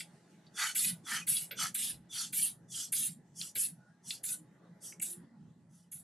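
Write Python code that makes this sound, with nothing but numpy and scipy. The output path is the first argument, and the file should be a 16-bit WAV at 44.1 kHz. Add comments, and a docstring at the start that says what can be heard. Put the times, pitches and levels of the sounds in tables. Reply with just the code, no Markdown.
"""Hand-pumped arm cuff

A hand pumps the rubber bulb of an arm cuff in a quiet room. Each squeeze is shaped noise from air
driven through valve and tube, with a hollow voice while the cuff is slack. On release the inlet valve
pops open and the bulb refills with a bright jet hiss and a cavity voice. Contacts ring resonant valve
modes, and thin tones are gliding sines. Ventilation (noise and a wavering tone) rumbles beneath."""
import sys
import numpy as np
from scipy import signal
from scipy.fft import rfft, irfft, next_fast_len
from scipy.io import wavfile
from scipy.ndimage import uniform_filter1d, map_coordinates

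SR = 44100
rng = np.random.default_rng(int(sys.argv[2]) if len(sys.argv) > 2 else 0)


def generate_wav(signal):
    """Clip the signal to [-1, 1] and save it as 16-bit WAV at the path in sys.argv[1]."""
    frames = np.transpose(np.atleast_2d(signal))
    scaled = np.clip(frames, -1, 1) * 32767
    pcm = np.round(scaled).astype(np.int16)
    wavfile.write(sys.argv[1], SR, pcm)


N = 266143  # samples

# Noise spectra only set relative levels: air() brings its sum to rms 1.
# Ventilation rumble: spectrum (frequency [Hz], density [dB per Hz])
RUMBLE_SPECTRUM = [(20, -28.5), (70, -30), (128, -4), (165, -0.5), (230, -5.5), (271, -13.5), (400, -27)]
# Fan resonance in the rumble: (centre [Hz], width [Hz], lift [dB])
FAN_LIFT = [(172.7, 4.2, 8.5)]
# Rumble level: (time [s], level [dB])
RUMBLE_LEVEL = [(0, -63), (.75, -63), (.88, -55.5), (1.8, -57), (4.5, -60.5), (5.5, -56.5), (5.8, -64),
                (6.03, -56.5)]
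# Duct noise: spectrum (frequency [Hz], density [dB per Hz])
DUCT_SPECTRUM = [(200, -24.5), (300, -1), (450, -6), (750, -8.5), (1220, -15.5), (2000, -14), (2150, -27.5),
                 (2500, -45.5)]
# Duct level, fan tone included: (time [s], level of the noise [dB])
DUCT_LEVEL = [(0, -67.5), (3.2, -72.5), (3.9, -72), (4.7, -68.5), (5.3, -69), (5.7, -77)]
# Faint hiss: spectrum (frequency [Hz], density [dB per Hz])
HISS_SPECTRUM = [(1200, -3.5), (2000, 0.5), (9000, -4.5), (12500, -15.5), (15000, -30.5)]
# Hiss level: (time [s], level [dB])
HISS_LEVEL = [(0, -74), (.7, -73), (2.5, -82), (4.6, -79.5), (6.03, -85.5)]
# Stereo width of the background: (frequency [Hz], side minus mid [dB])
ROOM_SIDE = [(60, -12.5), (150, -22.5), (380, -10), (700, -7.5), (2400, -7), (8000, -1)]

# Thin tones between and inside the puffs: (start [s], length [s], pitch [Hz], level before flutter [dB])
STEADY_TONES = [(.84, 0.18, 1473, -74), (1.206, 0.039, 2490, -54), (3.753, 0.2, 1463, -72.5),
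                (3.828, 0.21, 1630, -82), (4.262, 0.13, 1485, -64.5), (4.339, .17, 308, -66.5),
                (4.59, 0.076, 423, -77), (5.032, 0.26, 349, -66.5)]
# Valve and rubber ticks: (time [s], peak [dB], centre [Hz], narrowness [dB per octave squared],
# push t60 before low modes lengthen it [s])
TICKS = [(.004, -33.5, 2720, 22, 0.048), (0.4646, -55, 4900, 138, 0.069), (0.7779, -36, 3820, 3.5, .008),
         (1.367, -25.5, 4230, 34, 0.0055), (1.5083, -35, 1750, 4.5, 0.093), (1.513, -33, 13500, 39, 0.085),
         (1.927, -52, 85.4, 29, 0.035), (3.413, -29, 3990, 26.5, 0.0043), (3.4144, -29.5, 4600, 38, 0.0038),
         (3.5572, -49, 600, 1, 0.023), (4.1054, -25.5, 3760, 23, 0.006), (4.1101, -31, 4500, 33, 0.007),
         (4.1146, -38.5, 4340, 33, 0.0066), (4.9224, -45.5, 2093, 147, 0.021),
         (4.9967, -36.5, 8300, 61, 0.037), (4.999, -41.5, 2400, 120, 0.02), (5.998, -52, 8400, 28, .008)]
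# Resonant modes of the valve: (frequency [Hz], half-width at half amplitude [Hz], relative level [dB])
VALVE_MODES = [(85.3, 70, 2), (475, 97, 2.5), (1553, 92, -5.5), (2270, 300, -2), (2640, 170, -7.5),
               (3440, 100, -2.5), (4100, 710, -1.5), (4580, 97, -9), (8400, 1400, -6.5), (12600, 820, -2.5)]

# Refills of the bulb: (valve opens [s], rise [s], open for [s], jet [dB], level change while open [dB],
# cavity re jet [dB])
REFILLS = [(-.1, .01, 0.071, -34, 4.5, -0.5), (0.746, .017, 0.14, -32, 0.5, -6),
           (1.266, 0.028, 0.16, -30, -8, -8), (1.742, 0.006, 0.16, -34, -3.3, -6),
           (2.323, 0.02, 0.15, -32.5, -1, -10), (2.92, 0.0045, 0.15, -31, -2, -10),
           (3.549, 0.033, 0.11, -29, -7, -10), (4.232, 0.013, 0.1, -35, -1.5, -13),
           (5.012, 0.015, 0.12, -33.5, -12, -13), (5.914, 0.0056, 0.084, -43, -10.5, -14)]
# Inlet jet: spectrum (frequency [Hz], density [dB per Hz])
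JET_SPECTRUM = [(5500, -25), (6400, -11), (7200, -4), (9100, -1.5), (10000, 4.5), (13000, -5.5),
                (14000, -25.5), (15000, -41.5)]
# Bulb cavity: spectrum (frequency [Hz], density [dB per Hz])
CAVITY_SPECTRUM = [(900, -34.5), (1300, -20), (1900, -10), (2400, -6.5), (3290, -0.5), (5180, -4),
                   (8000, -15)]
# The inlet valve's first spit: spectrum (frequency [Hz], density [dB per Hz])
POP_SPECTRUM = [(9000, -12), (12500, 0), (14500, -17.5), (15600, -13)]
# Stereo width of jet and cavity: (frequency [Hz], side minus mid [dB])
JET_SIDE = [(1000, -35.5), (4000, -40.5), (6500, -10.5), (9000, -4.5), (13000, -5)]

# Squeezes of the bulb: (start [s], build-up [s], length [s], flow noise [dB], valve chirp re flow [dB],
# open tube voice re flow [dB], tube opens after [s])
SQUEEZES = [(0.524, 0.11, 0.27, -36, -17.5, -1.5, 0.038), (1.023, 0.11, 0.26, -38, -19, -3, 0.014),
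            (1.545, 0.083, .2, -34.5, -14.5, -2, 0.022), (2.077, 0.11, 0.28, -38, -14, -3.5, 0.033),
            (2.665, 0.13, 0.27, -38.5, -28.5, -4, 0.046), (3.33, 0.094, 0.23, -42, -29.5, -4.5, 0.07),
            (4.016, 0.094, 0.22, -44.5, -30.5, 0.5, 0.09), (4.794, 0.059, 0.22, -48, -28, -15.5, .02),
            (5.665, 0.093, 0.3, -70, -26.5, -9.5, 0.022)]
# Flow noise: spectrum (frequency [Hz], density [dB per Hz])
FLOW_SPECTRUM = [(4400, -13), (5200, -6), (6500, -2), (10700, -3.5), (12200, -10.5), (13200, -25),
                 (13900, -45.5)]
# Resonances in the flow noise: (centre [Hz], width [Hz], lift [dB])
FLOW_LIFTS = [(5830, 440, 5), (10900, 510, 2.5)]
# Tube voice: spectrum (frequency [Hz], density [dB per Hz])
TUBE_SPECTRUM = [(1900, -25), (2600, -10), (3200, 4), (3830, -8), (4570, 1.5), (5100, -7.5), (5600, -21)]
# Slack cuff: spectrum (frequency [Hz], density [dB per Hz])
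HOLLOW_SPECTRUM = [(550, -32), (860, -13), (1080, -18), (1330, -3), (1650, -5.5), (2000, -2.5),
                   (2800, -15.5), (3300, -41.5)]
# Stereo width of squeeze and pop: (frequency [Hz], side minus mid [dB])
BULB_SIDE = [(1500, -32.5), (4400, -20), (6500, -9.5), (8100, -4.5), (15000, -5.5)]
# Stereo balance of the whole sound: (frequency [Hz], left minus right [dB])
PAN = [(4000, -0.5), (8000, -0.5), (15000, -3)]

PATCH_HZ, PATCH_S = 131, .05  # frequency and time size of random narrow-band level changes in the noise
HUM_HZ, HUM_DB = 845, -9.5  # upper fan tone; mean dB re duct noise
ROOM_T60_S, ROOM_DB = .17, -11.5
TOP_HZ = 15700  # upper band edge

# The outlet valve sings as it cracks open, with a second, steady upper voice (dB re flow)
CHIRP_LATE_S, CHIRP_S, CHIRP_FROM_HZ, CHIRP_TO_HZ = 0.011, .08, 3560, 3200
OVERTONE_HZ, OVERTONE_DB = 6000, -25.5

TICK_RISE_S = 0.0016  # rubber softens each contact
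LINGER_HZ = 900  # the push of a mode at this frequency lasts twice as long as at very high ones
# The inlet valve lifts with a knock (dB re cavity; narrowness in dB per octave squared)
KNOCK_LATE_S, KNOCK_RISE_S, KNOCK_T60_S = .003, 0.007, 0.07
KNOCK_DB, KNOCK_HZ, KNOCK_NARROW_DB = 5, 2700, 11

JET_T60_S, CAVITY_T60_S = 0.21, 0.19  # after the valve shuts, before the closing loss
CLOSING_DB_S2 = 1501.5  # the sound dies ever faster as the valve seats
CAVITY_RISE_S, CAVITY_FADE_DB = 0.066, -3.5  # change re jet while the valve is open
SHEEN_HZ, SHEEN_LOSS_DB, SHEEN_T60_S = 11800, 0.33, .15  # top of the jet: from, loss per stroke, extra fade
POP_RISE_S, POP_DB, POP_T60_S = 0.0084, -3.5, 0.08  # dB re jet

RISE_SHAPE, FALL_SHAPE = 2.57, 3.05  # powers of flow that give the sound's amplitude
FLOW_TOP_HZ, FLOW_TOP_POWER = 9500, 0.88  # the treble needs fast flow
TUBE_SHUT_DB, TUBE_OPENS_S = -12.5, .006  # extra level before the tube opens; time it takes to open
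# The cuff tightens, so its hollow voice (dB re flow) fades; loss grows as a power of the stroke count
HOLLOW_DB, HOLLOW_LOSS_DB, HOLLOW_POWER, HOLLOW_LEAST_DB = 1.3, 0.98, 2.47, -26


def undb(db):
    """Level law: decibels to amplitude gain."""
    return 10 ** (np.asarray(db) / 20)


def read(table, hz):
    """Interpolation of a (frequency, value) table on a logarithmic frequency axis."""
    at, value = np.transpose(table)
    return np.interp(np.log(hz), np.log(at), value)


def follow(table, t):
    """Level contour: gain interpolated linearly in decibels over time."""
    return undb(np.interp(t, *np.transpose(table)))


def ramp(t, start, length):
    """Linear onset from 0 to 1."""
    return np.clip((t - start) / length, 0, 1)


def walk(rate):
    """Slow random modulation: normal levels drawn about `rate` times a second, joined by ramps."""
    k = int(SR / max(rate, .1))
    held = np.repeat(rng.standard_normal(N // k + 1), k)
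    return 0.99 * uniform_filter1d(held, k)[:N]


def patches(shape, tall, long):
    """Random field over frequency and time: `tall` gives patch positions by row, `long` columns a patch."""
    rows, columns = np.meshgrid(tall, np.arange(shape[1]) / max(long, .5), indexing="ij")
    seeds = rng.standard_normal((int(tall[-1]) + 2, shape[1] * 2 + 2))
    return 1.91 * map_coordinates(seeds, [rows, columns], order=1)


def split(x, hz):
    """Complementary band split: the parts below and above a frequency."""
    low = signal.sosfiltfilt(signal.butter(4, hz, fs=SR, output="sos"), x)
    return low, x - low


def air(colour, lifts, side, flicker_db, rate, gust_db, patch_db):
    """Turbulence as stereo noise of rms 1, its level varied at random in broad, narrow and full bands."""
    size = next_fast_len(N)
    hz = np.arange(size // 2 + 1) * SR / size + 1e-3
    db = read(colour, hz)
    for centre, width, lift_db in lifts:
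        db = db + lift_db / (1 + (2 * (hz - centre) / width) ** 2)
    gain = undb(db) * (hz > colour[0][0]) * (hz < colour[-1][0])
    mid, diff = rfft(rng.standard_normal((2, size))) * gain
    both = irfft(mid + diff * undb(read(side, hz)) * np.array([[1], [-1]]), size)

    hz, s, frames = signal.stft(both, SR, nperseg=1024, noverlap=768)
    per_s = 1 / s[1]
    broad = patches(frames[0].shape, 3 * np.log2(1 + hz / 60), per_s / rate)  # near third octaves
    narrow = patches(frames[0].shape, hz / PATCH_HZ, per_s * PATCH_S)
    frames = frames * undb(flicker_db * broad + patch_db * narrow)
    out = signal.istft(frames, SR, nperseg=1024, noverlap=768)[1]
    out = out[:, :N] * undb(gust_db * walk(rate * 3))
    return out / np.sqrt(np.mean(out ** 2))


def ventilation():
    """Broadband duct flow: a swelling rumble, duct noise with a wavering fan tone, and a faint hiss."""
    t = np.arange(N) / SR
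    rumble = air(RUMBLE_SPECTRUM, FAN_LIFT, ROOM_SIDE, 2.5, 12, 2.9, 0.42) * follow(RUMBLE_LEVEL, t)
    hum_level = undb(HUM_DB + 2.5 * walk(25))
    hum_hz = HUM_HZ * (1 + .012 * walk(70))
    hum = hum_level * np.sin(2 * np.pi * np.cumsum(hum_hz) / SR)
    duct = air(DUCT_SPECTRUM, [], ROOM_SIDE, 1.5, 9, 1.2, 1.8) + hum
    duct = duct * follow(DUCT_LEVEL, t)
    hiss = air(HISS_SPECTRUM, [], ROOM_SIDE, 1.5, 9, 1.2, 1.8) * follow(HISS_LEVEL, t)
    return rumble + duct + hiss


def room(x):
    """Diffuse reverberation: convolution with decaying noise, mostly shared by the two channels."""
    t = np.arange(SR // 4) / SR
    shared, apart = rng.standard_normal((2, len(t))) * np.exp(-np.log(1000) * t / ROOM_T60_S)
    tail = shared + 0.35 * apart * np.array([[1], [-1]])
    tail = tail / np.sqrt(np.sum(shared ** 2))
    return signal.fftconvolve(x, tail, axes=1)[:, :N] * undb(ROOM_DB)


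def whistles():
    """Flow-excited tones as fluttering sines: a falling chirp and overtone a squeeze, and steady tones."""
    out, waver, flutter = np.zeros(N + SR), walk(300), walk(250) + 1.87
    tones = []
    for start, _, _, db, chirp_db, _, _ in SQUEEZES:
        s = start + CHIRP_LATE_S
        tones.append((s, CHIRP_S, CHIRP_FROM_HZ, CHIRP_TO_HZ, db + chirp_db))
        tones.append((s, CHIRP_S, OVERTONE_HZ, OVERTONE_HZ, db + OVERTONE_DB))
    tones += [(s, length, hz, hz, db) for s, length, hz, db in STEADY_TONES]
    for s, length, first_hz, last_hz, db in tones:
        i, n = int(s * SR), int(length * SR)
        hz = np.linspace(first_hz, last_hz, n) * (1 + 0.01 * waver[i:i + n])
        swell = undb(db) * np.hanning(n) * flutter[i:i + n]
        out[i:i + n] += swell * np.sin(2 * np.pi * np.cumsum(hz) / SR)
    return out[:N]


def ticks():
    """Modal excitation: noise bursts ring valve modes near each contact's centre; low modes last longer."""
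    out, t = np.zeros(N + SR), np.arange(SR // 8) / SR
    rows = [(*row, TICK_RISE_S) for row in TICKS]
    # a softer knock opens each refill that begins after time zero
    for opens, _, _, db, _, cavity_db in REFILLS:
        if opens > 0:
            rows.append((opens + KNOCK_LATE_S, db + cavity_db + KNOCK_DB, KNOCK_HZ, KNOCK_NARROW_DB,
                         KNOCK_T60_S, KNOCK_RISE_S))
    bursts = rng.standard_normal((len(rows), len(t)))
    for (s, peak_db, centre_hz, narrow_db, t60, rise), burst in zip(rows, bursts):
        ring = 0
        for hz, width, db in VALVE_MODES:
            near_db = db - narrow_db * np.log2(hz / centre_hz) ** 2
            mode_t60 = max(t60, .004) * (1 + LINGER_HZ / hz)
            push = burst * ramp(t, 0, rise) * np.exp(-np.log(1000) * t / mode_t60)
            # three equal resonators in series; 2.62 makes up for their narrowing
            mode = np.hstack(signal.iirpeak(hz, hz / width / 2.62, SR))
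            ring = ring + undb(near_db) * signal.sosfilt([mode, mode, mode], push) / np.sqrt(width)
        i = int(s * SR)
        out[i:i + len(t)] += ring / abs(ring).max() * undb(peak_db)
    return out[:N]


def refill():
    """Jet noise and cavity resonance: the inlet valve spits open, then jet and bulb sound until it shuts."""
    t, jet, sheen, cavity, pop = np.arange(N) / SR, 0, 0, 0, 0
    for stroke, (opens, rise, length, db, sag_db, cavity_db) in enumerate(REFILLS):
        done = ramp(t, opens, length)
        after = (t - opens - length).clip(0)
        level = undb(db + sag_db * done - CLOSING_DB_S2 * after ** 2) * ramp(t, opens, rise)
        jet_fade_db = -60 * after / JET_T60_S
        jet = jet + level * undb(jet_fade_db)
        # the very top thins stroke by stroke and dies first
        thinning_db = -SHEEN_LOSS_DB * stroke
        sheen = sheen + level * undb(thinning_db + jet_fade_db - 60 * after / SHEEN_T60_S)
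        share_db = cavity_db + CAVITY_FADE_DB * done - 60 * after / CAVITY_T60_S
        cavity = cavity + level * ramp(t, opens, CAVITY_RISE_S) * undb(share_db)
        pop_db = db + POP_DB + thinning_db - 60 * abs(t - opens) / POP_T60_S
        pop = pop + ramp(t, opens, POP_RISE_S) * undb(pop_db)
    body, top = split(air(JET_SPECTRUM, [], JET_SIDE, 1.7, 40, 0.53, 3.2), SHEEN_HZ)
    return (jet * body + sheen * top
            + cavity * air(CAVITY_SPECTRUM, [], JET_SIDE, 1.4, 45, 2.2, 3.2)
            + pop * air(POP_SPECTRUM, [], BULB_SIDE, 1.9, 37, 0.99, 1.5))


def squeeze():
    """Flow noise grows as a power of air speed; the slack cuff answers low, mostly near full flow."""
    t = np.arange(N) / SR
    body_gain, top_gain, tube_gain, hollow_gain = np.zeros((4, N))
    for stroke, (start, build, length, db, _, tube_db, late) in enumerate(SQUEEZES):
        # the hand closes and slows smoothly: flow is an arch, steeper in sound than in speed
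        full = start + build
        flow = np.sin(np.interp(t, [start, full, start + length], [0, np.pi / 2, np.pi])).clip(0)
        loud = flow ** np.where(t < full, RISE_SHAPE, FALL_SHAPE) * undb(db)
        tube_db = tube_db + TUBE_SHUT_DB * (1 - ramp(t, start + late, TUBE_OPENS_S))
        hollow_db = max(HOLLOW_DB - HOLLOW_LOSS_DB * stroke ** HOLLOW_POWER, HOLLOW_LEAST_DB)
        body_gain += loud
        top_gain += loud * flow ** FLOW_TOP_POWER
        tube_gain += loud * undb(tube_db) * flow ** 1.2
        hollow_gain += loud * undb(hollow_db) * flow ** 2.2
    body, top = split(air(FLOW_SPECTRUM, FLOW_LIFTS, BULB_SIDE, 0.5, 40, 1.5, 3.1), FLOW_TOP_HZ)
    return (body_gain * body + top_gain * top
            + tube_gain * air(TUBE_SPECTRUM, [], BULB_SIDE, 1.8, 40, 1.9, 3.4)
            + hollow_gain * air(HOLLOW_SPECTRUM, [(1380, 400, 3.6)], BULB_SIDE, 0.85, 40, 2.9, 1.9))


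def scene():
    """Superposition of the bulb, its reverberation in the room and the ventilation."""
    bulb = squeeze() + refill() + ticks() + whistles()
    return bulb + room(bulb) + ventilation()


def record(dry):
    """Stereo balance and band limit: the right channel is stronger, most so at the top; a low-pass ends it."""
    size = next_fast_len(N)
    pan_db = read(PAN, np.arange(size // 2 + 1) * SR / size + 1)
    tilted = irfft(rfft(dry, size) * undb(np.array([pan_db, -pan_db]) / 2), size)[:, :N]
    return signal.sosfilt(signal.ellip(10, .2, 80, TOP_HZ, fs=SR, output="sos"), tilted)


dry = scene()
out = record(dry)
generate_wav(out)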